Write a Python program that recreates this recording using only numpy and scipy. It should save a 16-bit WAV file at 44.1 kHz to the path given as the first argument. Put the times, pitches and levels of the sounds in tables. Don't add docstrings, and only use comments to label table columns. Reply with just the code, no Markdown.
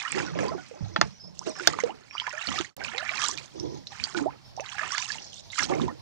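import sys
import numpy as np
from scipy import signal
from scipy.fft import rfft, irfft, next_fast_len
from scipy.io import wavfile
from scipy.ndimage import uniform_filter1d

SR = 44100
rng = np.random.default_rng(int(sys.argv[2]) if len(sys.argv) > 2 else 0)


def unload_wav(signal):
    wavfile.write(
        sys.argv[1],
        SR,
        np.round(np.clip(np.atleast_2d(signal).T, -1, 1) * 32767).astype(np.int16),
    )


N = 265041
TIME = np.arange(N) / SR
SHORT_TIME = TIME[:SR // 4]


def from_db(db):
    return 10 ** (np.asarray(db) / 20)


def rms_one(x):
    return x / np.sqrt(np.mean(x ** 2) + 1e-20)


def curve(rows):
    return from_db(np.interp(TIME, *np.transpose(rows)))


def add(track, s, sound):
    at = max(int(s * SR), 0)
    track[at:at + len(sound)] += sound[:max(N - at, 0)]


def cut(x, hz, kind, order=2):
    safe_hz = np.clip(hz, 10, SR / 2 - 1000)
    sections = signal.butter(order, safe_hz, kind, fs=SR, output="sos")
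    return signal.sosfilt(sections, x + 1e-18)


def colour(x, points):
    size = 2 * next_fast_len(N // 2 + SR // 4, True)
    hz, db = np.transpose(points)
    bin_hz = np.arange(size // 2 + 1) * SR / size
    shape_db = np.interp(np.log(bin_hz + 1), np.log(hz), db)
    cepstrum = irfft(np.log(from_db(shape_db)), size)[:size // 2]
    response = np.exp(2 * rfft(cepstrum, size) - cepstrum[0])
    return irfft(rfft(x, size) * response, size)[:N]


def drift(rate):
    knots = rng.standard_normal(N // 50)
    return rms_one(np.interp(TIME * rate, np.arange(len(knots)), knots))


def even(x, span_s):
    size = max(int(span_s * SR), 2)
    power = uniform_filter1d(uniform_filter1d(x ** 2, size), size)
    return x / np.sqrt(np.abs(power) + np.mean(x ** 2) / 100)


def burst(t60):
    return rng.standard_normal(len(SHORT_TIME)) * 1000 ** (-SHORT_TIME / t60)


def smear(x, echo):
    return signal.fftconvolve(x, echo / np.sqrt(np.sum(echo ** 2)))[:N]


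def echoes(x, wet_db, t60):
    echo = cut(burst(t60), 3800, "low", order=1) * (1 - np.exp(-SHORT_TIME / 0.0073))
    return x + from_db(wet_db) * smear(x, echo)


def ports(x, left_db, left_lag_s, scatter, blur_hz):
    scattered = smear(x, burst(0.093))
    direct = np.interp(TIME - left_lag_s, TIME, x)
    left = cut(direct, blur_hz, "low", order=1) + scatter * cut(scattered, 1100, "high", order=1)
    return np.array([-from_db(left_db) * left, x])


def swell(s, attack, hold, release, db, swell_db_per_s=0):
    t = TIME - s
    late = t - attack - hold
    shape_db = np.where(late < 0, swell_db_per_s * late, -60 * late / release)
    return np.clip(t / attack, 0, 1) ** 2 * from_db(db + shape_db)


def together(gains):
    return np.sqrt(sum(gain ** 2 for gain in gains))


BURST_OCTAVES = 0.83


def bubble(hz, rise, t60, onset_cycles=0.45):
    t = TIME[:int(min(t60, .2) * SR) + 2]
    octaves = np.minimum(rise * t, 2)
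    pitch = np.minimum(hz * 2 ** octaves, SR / 3)
    bursting = 1 + np.maximum(octaves / BURST_OCTAVES, 0) ** 8
    decay = 1000 ** (-t / t60) / bursting
    onset = 1 - np.exp(-t * hz / onset_cycles)
    return np.sin(2 * np.pi * np.cumsum(pitch) / SR) * decay * onset


def swarm(count, low_hz, high_hz, cycles, climb, spread_db):
    out = np.zeros(N)
    for when, size, strength, life, lift, side in rng.random((count, 6)):
        hz = low_hz * (high_hz / low_hz) ** size
        t60 = cycles * 2 ** (2 * life - 1) / hz
        gain = from_db(-spread_db * np.log(strength + 0.0028)) * np.sign(side - .5)
        add(out, when * N / SR, gain * bubble(hz, lift * climb / t60, t60))
    return out


# (frequency [Hz], level [dB per Hz])
LAKE_COLOUR = [(15, -34.5), (25, -10.5), (44, -2), (128, 9), (344, -17), (927, -6), (1240, -23.5),
               (2370, -21.5), (5010, -12), (6370, -24), (8100, -58.5), (9020, -28), (10300, -38),
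               (15000, -36)]


def lake():
    near, around = (rms_one(colour(rng.standard_normal(N), LAKE_COLOUR)) for side in range(2))
    wash = ports(near, left_db=-11.0, left_lag_s=0.000009, scatter=3.3, blur_hz=900)
    wash = wash + from_db(-8.5) * around * [[1], [0]]
    return wash * from_db(-55.0 + 2 * drift(24))


# (time [s], level [dB], lowest frequency [Hz], highest frequency [Hz])
TICKS = [(0.12, -2.5, 5750, 8030), (1.392, -5, 5340, 7800), (2.7669, -23, 100, 14000)]


def tick():
    out = np.zeros(N)
    for s, db, low_hz, high_hz in TICKS:
        add(out, s, from_db(db) * cut(burst(0.0031), [low_hz, high_hz], "band", order=4))
    return np.array([from_db(-28) * out, out])


# (time [s], length [s], level [dB], start pitch [Hz], middle pitch [Hz], end pitch [Hz])
SQUEAKS = [(1.12, 0.075, -48.5, 5460, 5840, 5500), (1.197, 0.032, -36.5, 4700, 5240, 5060),
           (1.222, 0.045, -39, 5230, 5050, 4980), (1.268, 0.018, -38.5, 5200, 5420, 5300),
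           (1.487, 0.032, -32.5, 5970, 5650, 4940), (1.546, 0.059, -36, 5760, 5250, 5320),
           (2.095, 0.085, -41.5, 5510, 5460, 5910), (2.13, 0.031, -36, 5050, 4820, 5200),
           (2.205, 0.026, -38, 4700, 5060, 5300), (4.418, 0.14, -65, 4860, 5350, 4620),
           (4.445, 0.022, -48.5, 4960, 5250, 5260), (5.357, 0.035, -43, 3830, 3480, 3860)]


def squeaks():
    out, waver = np.zeros(N), drift(300)
    for s, length, db, start_hz, middle_hz, end_hz in SQUEAKS:
        u = np.linspace(0, 1, int(length * SR))
        glide = np.polyfit([0, .5, 1], [start_hz, middle_hz, end_hz], 2)
        pitch = np.polyval(glide, u) * (1 + 0.016 * waver[int(s * SR):][:len(u)])
        fade = np.abs(np.sin(np.pi * u)) ** .5
        add(out, s, from_db(db) * fade * np.sin(2 * np.pi * np.cumsum(pitch) / SR))
    flutter = from_db(3.5 * drift(200) - 3)
    heard = echoes(out * flutter, wet_db=-8, t60=.18)
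    return ports(heard, left_db=-9.5, left_lag_s=.00007, scatter=1.0, blur_hz=9000)


# (time [s], level [dB], pitch [Hz], pitch rise [octaves/s], 60 dB decay [s])
THUMPS = [(0.807, -18, 180, -9, 0.15), (0.826, -11, 103.5, -7, 0.09), (0.986, -14.5, 200, -11, 0.085),
          (1.038, -46, 140, -5, 0.15), (1.244, -32, 169, 4.5, 0.18)]


def hull():
    out = np.zeros(N)
    for s, db, hz, rise, t60 in THUMPS:
        add(out, s, from_db(db) * bubble(hz, rise, t60))
    heard = echoes(out, wet_db=-13.5, t60=0.44)
    return ports(heard, left_db=-14, left_lag_s=-0.00015, scatter=0.33, blur_hz=3000)


# (time [s], attack [s], hold [s], 60 dB release [s], spray level [dB], wash level [dB])
FAR_SPLASHES = [(-0.03, 0.13, 0.18, 1, -41.5, -47.5), (0.341, 0.024, 0.051, 0.26, -43, -43),
                (0.416, 0.022, 0.022, 2.1, -46.5, -52), (0.69, 0.14, 0.23, 1.06, -47.5, -61),
                (1.415, 0.014, 0.069, 1, -42.5, -61), (2.096, 0.048, 0.11, .4, -48, -74),
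                (2.463, 0.094, 0.023, 0.21, -32.5, -70), (3.46, 0.11, 0.2, 0.36, -51, -67.5),
                (3.85, 0.013, 0.065, 0.29, -48, -88), (5.078, 0.13, 0.034, 0.73, -43.5, -76),
                (5.33, 0.033, 0.29, .4, -55.5, -88)]
# (frequency [Hz], level [dB per Hz])
FAR_COLOUR = [(600, 10.5), (1500, -25), (3000, -3.5), (5500, 9), (7000, -0.5), (9000, -32), (12000, -45.5)]
# (frequency [Hz], level [dB per Hz])
SPLASH_COLOUR = [(500, -25), (800, -5), (1200, 1), (1700, 5), (2400, 6.5), (3300, -1), (5000, -55)]


def far_spray():
    fizz = swarm(count=4000, low_hz=800, high_hz=8000, cycles=20, climb=.3, spread_db=3.5)
    water = rms_one(cut(fizz, 3000, "high", order=1)) + from_db(-2) * rng.standard_normal(N)
    spray_level = together(swell(*shape, db) for *shape, db, _ in FAR_SPLASHES)
    wash_level = together(swell(*shape, db) for *shape, _, db in FAR_SPLASHES)
    sound = from_db(-6.0) * spray_level * even(colour(water, FAR_COLOUR), span_s=0.043)
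    sound += wash_level * even(colour(water, SPLASH_COLOUR), span_s=0.055)
    heard = ports(sound, left_db=3.5, left_lag_s=0.0002, scatter=1.0, blur_hz=1500)
    return heard[::-1]


# (time [s], attack [s], hold [s], 60 dB release [s], level [dB])
SWIRLS = [(0.131, 0.023, 0.074, 0.21, -35), (0.343, 0.023, 0.065, 0.17, -33.5),
          (3.519, 0.04, 0.19, 0.16, -45.5), (3.621, 0.01, 0.022, 0.21, -36.5),
          (5.69, 0.022, 0.12, 0.22, -35)]
# (frequency [Hz], width [Hz], level [dB])
SWIRL_RESONANCES = [(135, 55, -6.5), (336, 95, 3.5), (452, 67, -4.5), (700, 200, -10.5), (977, 57, -11.5)]


def swirl():
    flow, hollow = rng.standard_normal(N), np.zeros(N)
    for hz, width, db in SWIRL_RESONANCES:
        band = cut(flow, [hz - width / 2, hz + width / 2], "band")
        hollow += from_db(db) * rms_one(band)
    level = together(swell(*row) for row in SWIRLS)
    sound = level * even(cut(hollow, 1200, "low", order=4), span_s=0.03)
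    return ports(from_db(5.5) * sound, left_db=-9, left_lag_s=-0.00017, scatter=1.0, blur_hz=3000)


# (time [s], attack [s], hold [s], 60 dB release [s], gurgle level [dB], bass level [dB])
SURGES = [(0.082, 0.079, 0.026, 0.63, -22, -32.5), (0.271, 0.063, 0.079, 0.4, -23, -30),
          (0.386, 0.005, 0.06, 0.38, -18, -36), (0.488, 0.027, 0.016, 0.38, -23.5, -34.5),
          (0.726, 0.01, 0.32, 0.25, -36, -71), (0.979, 0.057, 0.015, 0.22, -46, -26),
          (1.215, 0.023, 0.043, 0.36, -44, -40), (1.452, 0.013, 0.028, 0.12, -18.5, -63),
          (1.542, 0.027, 0.064, 0.22, -33, -65), (1.667, 0.009, 0.0095, 0.66, -27, -30),
          (1.828, 0.015, 0.0077, 0.44, -25, -54), (2.469, 0.012, 0.011, 0.4, -27.5, -26.5),
          (2.59, 0.011, 0.0085, 0.08, -43, -26), (3.142, 0.14, 0.16, 0.18, -43.5, -56),
          (3.534, 0.069, 0.17, 0.36, -47, -39.5), (3.983, 0.021, 0.0094, 0.29, -63, -40),
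          (4.114, 0.054, 0.022, 0.4, -27.5, -49), (5.588, 0.02, .02, 0.47, -32, -40),
          (5.678, 0.02, 0.044, 0.29, -23, -46), (5.745, 0.047, 0.078, 0.31, -32, -31.5)]
# (frequency [Hz], level [dB per Hz])
CHURN_COLOUR = [(40, -50.5), (70, 17), (130, 4.5), (220, -2.5), (370, -5.5), (600, -6), (900, -10),
                (1300, -14), (2500, -57.5)]
LAP_DB, LAP_BASS_DB, LAP_SWING_DB = -52, -57, 7


def churn():
    pockets = swarm(count=2400, low_hz=125.6, high_hz=1390, cycles=22.2, climb=0.33, spread_db=3.5)
    water = rms_one(cut(pockets, 260, "high", order=1)) + from_db(2) * rng.standard_normal(N)
    water = even(colour(water, CHURN_COLOUR), span_s=0.017)
    lap_db = LAP_SWING_DB * drift(7)
    gurgle_rushes = [swell(*shape, db) for *shape, db, _ in SURGES]
    bass_rushes = [swell(*shape, db) for *shape, _, db in SURGES]
    gurgle = together(gurgle_rushes + [from_db(LAP_DB + lap_db)])
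    bass = together(bass_rushes + [from_db(LAP_BASS_DB + lap_db)])
    sound = gurgle * cut(water, 377, "high") - bass * cut(water, 247, "low")
    return ports(sound, left_db=-7, left_lag_s=-0.00031, scatter=0.87, blur_hz=2990)


NEAR_BLADE_LAG_S = 0.00035
MIST_DB, TRICKLE_DB = -67, -62.5
RUNOFF_ATTACK_S, RUNOFF_RELEASE_S, SPLASH_ATTACK_S = 0.017, 0.38, 0.016
SPLASH_SWELL_DB_PER_S, SPRAY_SWELL_DB_PER_S = 20.5, 48
# (time [s], length [s], final splash level [dB], final spray level [dB])
RUNOFFS = [(-0.02, 0.2, -29.5, -33.5), (1.541, 0.17, -31.5, -34.5), (2.116, 0.45, -27, -30.5),
           (2.785, 0.43, -29.5, -35.5), (3.899, 0.18, -40.5, -42), (4.625, 0.11, -37.5, -45.5),
           (4.763, 0.11, -32.5, -40.5), (4.889, 0.12, -36.5, -32)]
# (time [s], hold [s], 60 dB release [s], splash level [dB], spray level [dB])
SPLASHES = [(-0.02, 0.016, 0.27, -28, -33.5), (0.137, 0.032, 0.3, -25.5, -47),
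            (0.379, 0.06, 0.32, -33, -39), (0.561, 0.092, 0.9, -47, -50.5), (1.029, 0.02, 0.28, -45, -45.5),
            (1.337, 0.091, 0.16, -70, -48.5), (1.449, 0.018, 0.2, -36, -35),
            (1.777, 0.017, 0.087, -23.5, -33.5), (1.842, 0.024, 0.18, -35.5, -46),
            (1.929, 0.14, 0.23, -50, -55.5), (2.455, 0.02, 0.099, -42, -37),
            (2.827, 0.069, 0.073, -58, -42.5), (3.181, 0.095, 0.32, -49, -31.5),
            (3.362, 0.0096, 0.56, -46.5, -44), (4.153, 0.016, 0.21, -38, -37),
            (4.289, 0.015, 0.35, -49, -81), (5.072, 0.0071, 0.48, -37, -35),
            (5.315, 0.072, 0.051, -82, -44.5), (5.509, 0.037, 0.27, -47.5, -38.5),
            (5.562, 0.069, 0.13, -33.5, -30), (5.677, 0.026, 0.63, -38, -42.5),
            (5.792, 0.041, 0.063, -43.5, -46.5)]
# (frequency [Hz], level [dB per Hz])
SPRAY_COLOUR = [(1800, -32), (2800, -4.5), (4200, 0.5), (5600, 2.5), (6800, 3), (8000, -3.5), (9300, -8),
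                (11000, -97), (15000, -45)]


def spray():
    fizz = swarm(count=6500, low_hz=2500, high_hz=8500, cycles=38, climb=.3, spread_db=4.2)
    rushes = [from_db(MIST_DB)]
    for s, length, _, db in RUNOFFS:
        rushes.append(swell(s, RUNOFF_ATTACK_S, length, RUNOFF_RELEASE_S, db, SPRAY_SWELL_DB_PER_S))
    for s, hold, release, _, db in SPLASHES:
        rushes.append(swell(s, SPLASH_ATTACK_S, hold, release, db))
    level = together(rushes)
    graininess = level / (level + from_db(-54))
    water = graininess * rms_one(fizz) + from_db(-5) * rng.standard_normal(N)
    clumps = from_db(2.5 * graininess * drift(90))
    sound = from_db(-1.5) * level * clumps * even(colour(water, SPRAY_COLOUR), span_s=0.025)
    return ports(sound, left_db=-20.5, left_lag_s=NEAR_BLADE_LAG_S, scatter=0.47, blur_hz=3000)


def splash():
    drops = swarm(count=5200, low_hz=600, high_hz=3400, cycles=38, climb=.55, spread_db=4.0)
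    stream = together([swell(s, RUNOFF_ATTACK_S, length, RUNOFF_RELEASE_S, db, SPLASH_SWELL_DB_PER_S)
                       for s, length, db, _ in RUNOFFS])
    thrown = together([swell(s, SPLASH_ATTACK_S, hold, release, db) for s, hold, release, db, _ in SPLASHES])
    trickle = from_db(TRICKLE_DB)
    level = together([stream, thrown, trickle])
    graininess = together([stream, thrown / 2, trickle]) / (level + from_db(-58))
    wash = from_db(-4.5) * rng.standard_normal(N) * from_db(3.2 * drift(260))
    water = graininess * rms_one(cut(drops, 1200, "high", order=1)) + wash
    sound = from_db(-3.0) * level * even(colour(water, SPLASH_COLOUR), span_s=0.027)
    return ports(sound, left_db=-16.5, left_lag_s=NEAR_BLADE_LAG_S, scatter=0.68, blur_hz=4440)


# (time [s], body level [dB], metallic top level [dB],
# top ring time [times the mode's], top pitch [times the mode's])
KNOCKS = [(0.962, -11, -14, 1.8, 0.74), (1.0131, -4.5, -3, 1.01, 0.99), (1.6734, -6, 5, 1.26, .995)]
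# (frequency [Hz], level [dB], 60 dB decay [s])
OAR_MODES = [(328, -8, 0.05), (660, -3, 0.035), (785, -8.5, 0.024), (875, -11.5, 0.09), (1157, -19, 0.0099),
             (1382, 4, 0.014), (1622, -2, 0.019), (1785, -3.5, 0.028), (3336, -12.5, 0.0094),
             (3590, -17, 0.036), (4494, -2.5, 0.014), (5294, -11.5, 0.026), (6010, -3.5, 0.0066),
             (6690, -6, 0.0049), (6740, -26.5, 0.011), (7800, -23.5, 0.007)]


def oarlocks():
    out = np.zeros(N)
    for s, body_db, top_db, top_ring, top_pitch in KNOCKS:
        for k, (hz, level_db, t60) in enumerate(OAR_MODES):
            if hz < 2600:
                db, life, pitch = body_db, t60, hz
            else:
                db, life, pitch = top_db, t60 * top_ring, hz * top_pitch
            ring = np.sin(2 * np.pi * pitch * SHORT_TIME) * from_db(-60 * SHORT_TIME / life)
            add(out, s, (-1) ** k * from_db(db + level_db) * ring)
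        crack = cut(burst(.022 * top_ring), [3300 * top_pitch, 6700 * top_pitch], "band", order=5)
        thud = cut(burst(.02), [600, 1900], "band")
        tail = cut(burst(.1), [200, 1900], "band")
        add(out, s, from_db(top_db - 4.5) * crack)
        add(out, s, from_db(body_db + 9.0) * thud)
        add(out, s, from_db(body_db - 3.0) * tail)
    soft_top = cut(out, 8000, "low", order=3)
    return ports(soft_top, left_db=-6.5, left_lag_s=-0.00026, scatter=0.22, blur_hz=4000)


SPLAT_ONSET_S = .0012


def splat(t60):
    return burst(t60) * (1 - np.exp(-SHORT_TIME / SPLAT_ONSET_S))


DRIP_RISE_OCTAVES_PER_S, DRIP_RISE_SPREAD_OCTAVES_PER_S = 8, 6
DRIP_IMPACT_DB, DRIP_IMPACT_T60_S = -0.5, 0.012
BUBBLE_FLUTTER_DB = 2.2
SPATTER_DB, SPATTER_ONSET_S, SPATTER_T60_S = -7, 0.0048, 0.041
# (time [s], level [dB], pitch [Hz], pitch rise [octaves/s], 60 dB decay [s])
BUBBLES = [(0.155, -17.5, 384.7, 0, 0.22), (0.3564, -14, 564, 10, 0.031), (0.48, -20.5, 984, 4.5, 0.13),
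           (0.517, -16, 634, 5.5, 0.07), (0.5485, -15.5, 395, -10, 0.07), (0.712, -27, 522, -13, 0.085),
           (1.4129, -25.5, 885, 40.5, 0.069), (1.463, -23.5, 436, 1, 0.14), (1.47, -23.5, 636, -0.5, 0.18),
           (1.606, -26.5, 384, -5, 0.22), (1.8361, -5, 483, -2, 0.069), (1.861, -18.5, 449, 15.5, 0.092),
           (0.269, -27.5, 1555, -8.5, 0.15), (0.58, -35.5, 1434, 2, 0.2), (0.58, -27, 740, 0, 0.065),
           (0.519, -24.5, 1380, -9, 0.054), (1.905, -26.5, 2780, 13, 0.027), (2.425, -22, 3740, 23, .015),
           (2.54, -22.5, 724, -3, 0.088), (3.181, -22, 2330, 8, .025), (4.598, -27.5, 2590, 1, 0.026),
           (4.719, -30, 3320, 11, 0.029), (5.154, -31, 845, 9, 0.035), (5.891, -34, 1900, -7, 0.057),
           (1.893, -24, 732, 24, 0.15), (2.1518, -18.5, 1048, 31, 0.041), (2.334, -27, 585, 3, 0.2),
           (2.601, -12, 360, -8.5, 0.048), (2.808, -32, 684, 29, 0.025), (2.936, -35.5, 680, 18.5, 0.2),
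           (3.006, -30, 1374, 17.5, 0.042), (2.945, -37.5, 444, 7, 0.69), (3.11, -32.5, 620, 12.5, 0.084),
           (3.2379, -19, 1108, 18.5, 0.074), (3.291, -23.5, 1046, 8.5, 0.067),
           (3.919, -34.5, 824, -3, 0.055), (4.07, -33, 830, 4.5, 0.054), (4.146, -28, 363, -2.5, 0.24),
           (4.171, -24, 325, 0, 0.17), (4.2084, -21.5, 285, 0, 0.23), (4.258, -16, 360, 5, 0.046),
           (4.259, -15.5, 586, 21.5, 0.12), (4.576, -22, 658, 39, 0.078), (4.596, -25, 510, 22.5, 0.13),
           (4.815, -32, 596, 12, 0.17), (4.9234, -27, 1078, 7.5, 0.22), (5.5818, -22, 1125, 50, 0.28),
           (5.698, -20.5, 335, 6, 0.17), (5.715, -26, 789, -1.5, 0.15), (5.798, -21, 1113, -6.5, 0.029),
           (5.807, -20, 240, -1.5, 0.16), (5.838, -21.5, 375, -3.5, 0.14), (5.878, -26.5, 656, 33, 0.045),
           (5.8807, -23, 920, 17, 0.076)]
# (time [s], level [dB], pitch [Hz], 60 dB decay [s])
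DRIPS = [(0.009, -15.5, 3520, 0.0081), (0.0189, -15.5, 2130, 0.017), (0.0504, -18, 1780, 0.064),
         (0.058, -19, 1233, 0.091), (0.077, -19, 2910, 0.036), (0.125, -8.5, 2320, 0.0078),
         (0.19, -17, 2600, 0.019), (0.2018, -12, 1560, 0.016), (0.264, -18.5, 5600, 0.013),
         (0.351, -21, 2490, 0.011), (0.389, -9, 1630, 0.014), (0.4823, -13.5, 4740, 0.012),
         (1.597, -17, 1440, 0.031), (1.735, -15, 1170, 0.035), (1.7883, -3, 1060, 0.0097),
         (1.8023, -19, 6400, 0.015), (2.1098, -22, 2355, 0.021), (2.1801, -14, 2900, 0.026),
         (2.1993, -10, 3100, 0.0096), (2.217, -21.5, 970, 0.043), (2.267, -14.5, 1680, 0.027),
         (2.2773, -19.5, 974, 0.051), (2.294, -18.5, 5600, 0.0061), (2.327, -20.5, 1450, 0.048),
         (2.328, -16, 6730, 0.0055), (2.3769, -17.5, 1740, 0.033), (2.413, -17, 2700, 0.029),
         (2.471, -8.5, 4360, 0.01), (2.487, -11, 3020, 0.014), (2.516, -18.5, 1142, 0.039),
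         (2.5466, -21, 3260, 0.012), (2.558, -17.5, 1830, 0.035), (2.582, -16, 1243, 0.055),
         (2.589, -8, 3620, 0.0082), (2.6465, -24, 1830, 0.038), (2.8153, -24, 1535, 0.049),
         (2.838, -23, 5140, 0.01), (2.848, -16.5, 2470, 0.018), (2.882, -24, 2800, 0.018),
         (2.9363, -22, 1940, 0.0075), (2.9802, -21, 2050, 0.022), (2.982, -15.5, 3980, 0.0081),
         (3.026, -26, 700, 0.027), (3.062, -21.5, 1790, 0.035), (3.092, -12, 2285, 0.022),
         (3.172, -18, 4000, 0.01), (3.196, -26, 1060, 0.033), (3.2153, -15, 2580, 0.019),
         (3.222, -20.5, 1140, 0.03), (3.239, -13.5, 6200, 0.0045), (3.2844, -8.5, 7320.0, 0.0068),
         (3.3125, -13.5, 5840, 0.0069), (3.34, -34, 1680, 0.027), (3.382, -25, 2340, 0.04),
         (3.5987, -25, 5530, 0.014), (3.8704, -21, 3980, 0.0084), (3.999, -19.5, 2390, 0.013),
         (4.039, -11, 4610, 0.012), (4.1475, -22.5, 1440, 0.042), (4.1865, -18, 1480, 0.01),
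         (4.566, -29.5, 5630, 0.011), (4.6064, -26.5, 5940, 0.0096), (4.661, -24, 3800, 0.0072),
         (4.783, -11, 1730, 0.004), (4.7937, -13, 1665, 0.015), (4.8141, -17, 1780, 0.016),
         (4.8319, -14, 1217, 0.021), (4.92, -12.5, 5670, 0.0063), (4.9484, -11, 1630, 0.011),
         (4.978, -14, 1990, 0.015), (4.981, -13, 4460, 0.009), (5.0215, -23, 5990.0, 0.015),
         (5.024, -17, 2490, 0.012), (5.1025, -17, 1710, 0.019), (5.1193, -9.5, 4700, 0.0063),
         (5.1445, -24.5, 2080, 0.016), (5.1837, -26.5, 2810, 0.02), (5.248, -31, 4450, 0.012),
         (5.502, -27.5, 3630, 0.027), (5.531, -30, 2080, 0.027), (5.558, -28, 1540, 0.023),
         (5.588, -6, 6800, 0.003), (5.592, -8.5, 2020, 0.013), (5.604, -11.5, 1630, 0.018),
         (5.6056, -13, 5700, 0.0097), (5.6246, -17, 1290.0, 0.014), (5.7368, -23, 2140, 0.017),
         (5.817, -23.5, 3560, 0.009)]
# (time [s], body level [dB], spray level [dB])
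SLAPS = [(0.0501, -25, -29), (0.201, -17, -46), (0.3883, -5.5, -29), (1.471, -28, -41), (1.787, -22, -45),
         (1.8368, -14, -18), (2.268, -11, -24.5), (2.6095, -7.5, -14.5), (2.979, -20, -21.5),
         (3.218, -24, -14), (3.2395, -26, -15.5), (3.3749, -26, -22), (4.146, -20, -36), (4.1754, -14, -50),
         (4.597, -24, -41), (4.8341, -13, -49), (4.9807, -12, -12.5), (5.5867, -19, -28),
         (5.6261, -12, -33), (5.8802, -49, -32)]


def plops():
    rings, slaps = np.zeros(N), np.zeros(N)
    for s, db, hz, rise, t60 in BUBBLES:
        add(rings, s, from_db(db) * bubble(hz, rise, t60))
    for (s, db, hz, t60), lift in zip(DRIPS, rng.standard_normal(len(DRIPS))):
        impact = cut(splat(DRIP_IMPACT_T60_S), [hz / 1.6, hz * 1.6], "band")
        rise = DRIP_RISE_OCTAVES_PER_S + DRIP_RISE_SPREAD_OCTAVES_PER_S * lift
        add(rings, s, from_db(db) * bubble(hz, rise, t60))
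        add(rings, s, from_db(db + DRIP_IMPACT_DB) * impact)
    for s, body_db, spray_db in SLAPS:
        body = cut(splat(0.0089), [700, 2800], "band", order=3)
        fine_spray = cut(splat(0.0061), [2800, 6600], "band", order=5)
        add(slaps, s, from_db(body_db + 8.5) * body)
        add(slaps, s, from_db(spray_db + 15.5) * fine_spray)
    jostle = from_db(BUBBLE_FLUTTER_DB * drift(320))
    sound = from_db(-1.0) * jostle * cut(rings, 6900, "low", order=4) + slaps
    spatter = burst(SPATTER_T60_S) * (1 - np.exp(-SHORT_TIME / SPATTER_ONSET_S))
    sound = sound + from_db(SPATTER_DB) * smear(cut(sound, 790, "high"), spatter)
    return ports(sound, left_db=-15.0, left_lag_s=NEAR_BLADE_LAG_S, scatter=0.78, blur_hz=5000)


# (time [s], level [dB])
DIP = [(2.66, -3), (2.71, -11), (2.745, -29.5), (2.763, -84), (2.766, 2.5)]


def scene():
    boat = squeaks() + hull() + oarlocks()
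    water = far_spray() + swirl() + churn() + spray() + splash() + plops()
    return (lake() + boat + water) * curve(DIP) + tick()


TOP_HZ = 15500


def record(dry):
    return cut(np.clip(dry, -1, 1), TOP_HZ, "low", order=14)


dry = scene()
out = record(dry)
unload_wav(out)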